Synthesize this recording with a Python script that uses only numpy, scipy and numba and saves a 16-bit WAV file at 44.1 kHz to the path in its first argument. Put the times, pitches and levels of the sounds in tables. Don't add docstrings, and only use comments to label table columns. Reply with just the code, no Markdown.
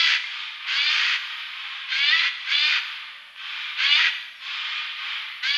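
import sys
import numpy as np
from scipy import signal
from scipy.fft import rfft, irfft
from scipy.io import wavfile
from scipy.ndimage import uniform_filter1d
from numba import njit

SR = 44100
rng = np.random.default_rng(int(sys.argv[2]) if len(sys.argv) > 2 else 0)


def generate_wav(sig):
    pcm = np.round(np.clip(np.atleast_2d(sig).T, -1, 1) * 32767).astype(np.int16)
    wavfile.write(sys.argv[1], SR, pcm)


N = 245637
T = np.arange(N) / SR

# freq_hz, gain_db
AIR_SPECTRUM = [(25, -2.5), (90, -9.5), (250, -2.5), (400, -10.5), (700, 3.5), (3000, 9), (8400, -15),
                (10800, -7.5), (12200, -36.5), (14000, -27.5)]
AIR_RMS_DB = -56.5
# freq_hz, rms_db
HUM_TONES = [(100, -88), (150, -93), (232, -85), (268, -90)]
# time_s, level_db
HISS_LEVEL = [(0.03, -66), (0.29, -78), (1.39, -66.5), (1.89, -80.5), (2.16, -69), (2.38, -82), (2.59, -66),
              (2.95, -68.5), (3.11, -75.5), (3.82, -69.5), (3.94, -63.5), (4.72, -76.5), (5.09, -69.5),
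              (5.54, -66)]
# time_s, pitch_hz
ARCH_PITCH = [(3.1, 512), (3.17, 561), (3.24, 600), (3.3, 577), (3.36, 570)]
# start_s, peak_db, ring_hz, t60_s
DRIP_EVENTS = [(.241, -25.5, 2130, .05), (3.362, -30, 2703, 0.007)]

# start_s, length_s, level_db (before the trees), top_pitch_hz, treble_share_db
FAR_CALLS = [(.21, 0.21, -30.5, 309.1, -2.5), (.57, 0.37, -30, 301.5, -13.5), (1.1, .3, -32.5, 313.6, -4),
             (1.44, .33, -32.5, 273.6, -5.5), (2.31, 0.23, -33, 300, -4.5), (2.7, 0.24, -33.5, 304.8, -7),
             (3.338, 0.32, -30, 298.7, -5), (4.375, 0.4, -28, 305.4, -3), (4.93, 0.2, -28, 296.1, -6)]
# freq_hz, gain_db
FAR_SPECTRUM = [(240, -55), (400, -53), (687, -39), (878, -20.5), (1180, -10.5), (1300, -11), (1450, -9.5),
                (2000, -6.5), (2380, -2.5), (2790, -5), (3040, -1), (3610, -3.5), (3940, -10),
                (4910, -15.5), (7550, -42), (9820, -97), (16600, -120)]
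FAR_RISE_S, FAR_ATTACK_S, FAR_RELEASE_S = .15, .04, .008
WOOD_T60_S, WOOD_TREBLE_T60_S = 1.85, 1.2

# start_s, opening_s, buzz_s, rattle_s, attack_s, fray_s, level_db, lock_pitch_hz, climb_hz_per_s,
# rattle_pitch_hz, rattle_drift_hz_per_s, treble_db, whistle_db
NEAR_CALLS = [(-.25, 0.1, .14, 0.2, .04, .11, -17.5, 311.3, 180.8, 335.7, -60, 3, -4.5),
              (.662, 0.11, .11, .305, 0.026, 0.0788, -20.5, 278.9, 190.2, 310.4, 50, 2, -3),
              (1.868, 0.12, 0.11, 0.21, 0.059, .19, -20.5, 274, 236.7, 319.7, 150, -1.5, 0.5),
              (2.445, .09, .11, .17, 0.072, .1, -19.5, 284.2, 150.6, 302, 40.5, -0.5, -1),
              (3.762, .108, .083, 0.16, 0.047, 0.0457, -18, 282.6, 154.8, 316.7, 60, -2, -0.5),
              (5.424, 0.072, 0.076, .2, 0.012, .12, -22, 279.8, 178.2, 314.8, 0, 5, 1)]
# centre_hz, width_hz, narrow_beak_db, wide_beak_db
WHISTLE_RESONANCES = [(1593, 130, 0.5, -6.5), (1953, 83, -8.5, 4.5), (2242, 280, -3, -6),
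                      (2900, 66, -24, -4), (3350, 383, -15.5, -2.5), (3610, 86, -30, -9),
                      (4020, 110, -8.5, -18), (4210, 190, -22, -11.5)]
# freq_hz, gain_db
THROAT_SPECTRUM = [(240, -85.5), (400, -38), (704, -34), (946, -12), (1060, -14.5), (1570, -3), (1810, -8),
                   (1950, -3), (2320, 2.5), (3400, 0.5), (3890, -6.5), (4730, -5), (5290, -16), (6510, -21),
                   (7550, -37), (9820, -53.5), (16600, -120)]
OPENING_HZ = 244.2
LEAP_S, LOCK_S = .035, .035
OPENING_ROUGH, BUZZ_ROUGH, RATTLE_ROUGH = .64, .18, .85
BEAK_SNAP = .35
SWELL_DB, PUSH_DB, SAG_DB, RELEASE_S = 3.5, 0.5, 0.5, 0.041
NARROW_BEAK_HZ, WIDE_BEAK_HZ = 2450, 2912
NARROW_TREBLE_DB, WIDE_TREBLE_DB = -15.5, -5.5
TOP_HZ = 15000


def undb(db):
    return 10 ** (np.asarray(db) / 20)


def unit(x):
    return x / np.sqrt(np.mean(x ** 2))


def curves(rows):
    time_s, *columns = np.transpose(rows)
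    return [np.interp(T, time_s, column) for column in columns]


def current(rows):
    rows = np.array(rows)
    index = np.maximum(np.searchsorted(rows[:, 0], T) - 1, 0)
    return rows[index].T


def gate(start_s, end_s, fade_s):
    return np.clip(np.minimum(T - start_s, end_s - T) / fade_s + .5, 0, 1)


def ramp(start_s, length_s):
    return np.clip((T - start_s) / length_s, 0, 1)


def cycles(hz):
    return 2 * np.pi * np.cumsum(hz) / SR


def noise():
    return rng.standard_normal(N)


def wander(hz):
    return unit(signal.sosfilt(signal.butter(2, hz, fs=SR, output="sos"), noise()))


def steady(x):
    return x / np.sqrt(uniform_filter1d(x ** 2, size=900) + 1e-12)


def colour(x, points):
    hz, db = np.transpose(points)
    f = np.maximum(np.fft.rfftfreq(2 * N, 1 / SR), 1)
    gain = undb(np.interp(np.log(f), np.log(hz), db))
    return irfft(rfft(x, 2 * N) * gain)[:N]


def treble(x, hz):
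    return signal.sosfiltfilt(signal.butter(3, hz, "high", fs=SR, output="sos"), x)


@njit
def resonate(x, hz, width_hz):
    y, band, low = np.empty(len(x)), 0., 0.
    for i in range(len(x)):
        g, damping = np.tan(np.pi * hz[i] / SR), width_hz / hz[i]
        v = (band + g * (x[i] - low)) / (1 + g * (g + damping))
        band = 2 * v - band
        low = low + 2 * g * v
        y[i] = damping * v
    return y


def brighten(x, share_db, split_hz):
    top = treble(x, split_hz)
    return steady(steady(x - top) + undb(share_db) * steady(top))


def scatter(x, t60_s, build_s):
    tail = noise() * undb(-60 * T / t60_s) * (1 - np.exp(-T / build_s))
    return signal.fftconvolve(x, tail / np.sqrt(np.sum(tail ** 2)))[:N]


def note(points, db, waver, fade_s):
    hz = curves(points)[0] * (1 + waver * wander(126))
    return undb(db) * gate(points[0][0], points[-1][0], fade_s) * np.sin(cycles(hz))


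def background(hiss_trim_db=-2):
    air = unit(colour(noise(), AIR_SPECTRUM)) * undb(AIR_RMS_DB)
    hum = 0
    for hz, db in HUM_TONES:
        gain = undb(db + 2 * wander(5)) * np.sqrt(2)
        hum = hum + gain * np.sin(cycles(hz * (1 + .015 * wander(15))))
    hiss = unit(colour(noise(), [(8000, -62.0), (10000, -4.5), (11500, 2.5),
                                 (12600, -6.0), (14000, -15.5), (15000, -22.5)]))
    return air + hum + hiss * undb(curves(HISS_LEVEL)[0] + hiss_trim_db)


def distant_arch():
    return note(ARCH_PITCH, db=-69, waver=0.02636, fade_s=0.12)


def drips():
    out = 0
    for start_s, db, hz, t60_s in DRIP_EVENTS:
        age_s = np.maximum(T - start_s, 0)
        decay = undb(db - 60 * np.minimum(age_s / t60_s, 2))
        out = out + decay * np.sin(2 * np.pi * hz * age_s) * (age_s < 2 * t60_s)
    return colour(out, [(400, -41.5), (1000, 9.5), (4500, -1.5), (8000, -9)])


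def peep():
    return note([(4.355, 5530), (4.41, 5440)], db=-61, waver=.012, fade_s=.03)


def syrinx(hz, rough, jitter, odd_db, rasp, flicker_db=2.5, tilt_db_per_octave=-2.57):
    phase = cycles(hz * (1 + jitter * (rough + 0.0908) * wander(228.6)))
    buzz = 0
    for k in range(3, 18):
        db = odd_db * (k % 2) + tilt_db_per_octave * np.log2(k) + flicker_db * wander(45)
        buzz = buzz + undb(db) * np.cos(k * phase + rng.uniform(0, 2 * np.pi))
    puffs = noise() * (1 + 0.52 * np.cos(2 * phase))
    puffs = colour(puffs, [(900, -0.51), (2000, 0.3), (3500, -3.6)])
    voice = unit(buzz) * (1.25 - rough) + rasp * (rough + .45) * unit(puffs)
    return steady(voice * undb(0.58 * rough * wander(260)))


def far_jay():
    start_s, length_s, db, top_hz, share_db = current(FAR_CALLS)
    hz = OPENING_HZ + (top_hz - OPENING_HZ) * ramp(start_s, FAR_RISE_S)
    source = syrinx(hz, rough=.58, jitter=.04, odd_db=-2.5, rasp=1.55)
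    voice = colour(source, FAR_SPECTRUM)
    envelope = ramp(start_s, FAR_ATTACK_S) * (1 - ramp(start_s + length_s, FAR_RELEASE_S))
    voice = brighten(voice, share_db, split_hz=3322) * envelope * undb(db)
    top = treble(voice, 4840)
    body_echoes = scatter(voice - top, WOOD_T60_S, build_s=0.0016)
    return body_echoes + scatter(top, WOOD_TREBLE_T60_S, build_s=0.0018)


def screeches():
    (start_s, opening_s, buzz_s, rattle_s, attack_s, fray_s, db, lock_hz, climb_hz_per_s,
     rattle_hz, drift_hz_per_s, treble_db, whistle_db) = current(NEAR_CALLS)
    lock_s = start_s + opening_s
    break_s = lock_s + buzz_s
    opened, spent = ramp(start_s, opening_s), ramp(break_s, rattle_s)
    frayed = np.sin(np.pi / 2 * ramp(break_s, fray_s)) ** 2

    climb_hz = OPENING_HZ + (lock_hz - OPENING_HZ) * opened
    climb_hz = climb_hz + climb_hz_per_s * buzz_s * ramp(lock_s, buzz_s)
    end_hz = rattle_hz + drift_hz_per_s * rattle_s * spent
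    hz = climb_hz + (end_hz - climb_hz) * ramp(break_s, LEAP_S)

    locked = ramp(lock_s - LOCK_S / 2, LOCK_S)
    rough = OPENING_ROUGH + (BUZZ_ROUGH - OPENING_ROUGH) * locked
    rough = rough + (RATTLE_ROUGH - BUZZ_ROUGH) * frayed

    envelope = ramp(start_s, attack_s) * (1 - ramp(break_s + rattle_s - RELEASE_S, RELEASE_S))
    swell_db = -SWELL_DB * (1.5 - ramp(start_s, opening_s + buzz_s))
    loudness = envelope * undb(db + swell_db + PUSH_DB * frayed - SAG_DB * spent ** 2)
    gape = opened - BEAK_SNAP * frayed - (1 - BEAK_SNAP) * spent
    return hz, np.clip(rough, 0, 1), gape, loudness, treble_db, whistle_db


def whistles(hz, rough, gape, jitter, flutter_db, fray_db=-6):
    phase = cycles(hz * (1 + jitter * (rough + 0.1) * wander(158.7)))
    resonances = [(centre_hz, width_hz, undb(narrow_db + (wide_db - narrow_db) * gape))
                  for centre_hz, width_hz, narrow_db, wide_db in WHISTLE_RESONANCES]
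    out = 0
    for k in range(4, 17, 2):
        caught = sum(gain / (1 + (2 * (k * hz - centre_hz) / width_hz) ** 2)
                     for centre_hz, width_hz, gain in resonances)
        out = out + caught * np.sqrt(2) * np.sin(k * phase + rng.uniform(0, 2 * np.pi))
    return out * undb(fray_db * rough ** 2 + flutter_db * wander(71))


def squeal(centre_hz, rough, rattle_hz=121.8, swing=0.13):
    beat = cycles(rattle_hz * (1 + .35 * wander(40)))
    hz = centre_hz * (1 + swing * (.7 * np.sin(beat) + wander(250)))
    return rough ** 2 * unit(np.sin(cycles(hz)) * (1 + .7 * np.cos(beat)))


def near_jay(buzz_db=-1.0, resonance_db=-3, width_hz=4500.0, squeal_db=0.5):
    hz, rough, gape, loudness, treble_db, whistle_db = screeches()
    centre_hz = NARROW_BEAK_HZ + (WIDE_BEAK_HZ - NARROW_BEAK_HZ) * gape
    share_db = NARROW_TREBLE_DB + (WIDE_TREBLE_DB - NARROW_TREBLE_DB) * gape + treble_db
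    source = syrinx(hz, rough, jitter=.036, odd_db=-3, rasp=1.35)
    voice = colour(source, THROAT_SPECTRUM)
    voice = steady(voice + undb(resonance_db) * resonate(voice, centre_hz, width_hz))
    breaking = colour(squeal(0.71 * centre_hz, rough),
                      [(700, -44.5), (1300, -3.5), (4000, -7.0), (6000, -37.0)])
    voice = voice + undb(squeal_db) * breaking
    voice = brighten(voice, share_db, split_hz=4230) * undb(buzz_db)
    whistling = whistles(hz, rough, gape, jitter=0.0321, flutter_db=2.74)
    return loudness * (voice + undb(whistle_db) * whistling)


def scene():
    near = near_jay() + drips() + peep()
    echoes = colour(scatter(near, t60_s=0.97, build_s=0.0047),
                    [(900, -6.5), (2200, -9), (3500, -5.5), (5000, -11.5), (9000, -4.0)])
    return (background() + distant_arch() + far_jay() + near + echoes)[None]


def record(dry, bend=0.043):
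    bent = dry + bend * treble(dry ** 2, 20)
    return signal.sosfilt(signal.ellip(8, .2, 70, TOP_HZ, fs=SR, output="sos"), bent)


dry = scene()
out = record(dry)
generate_wav(out)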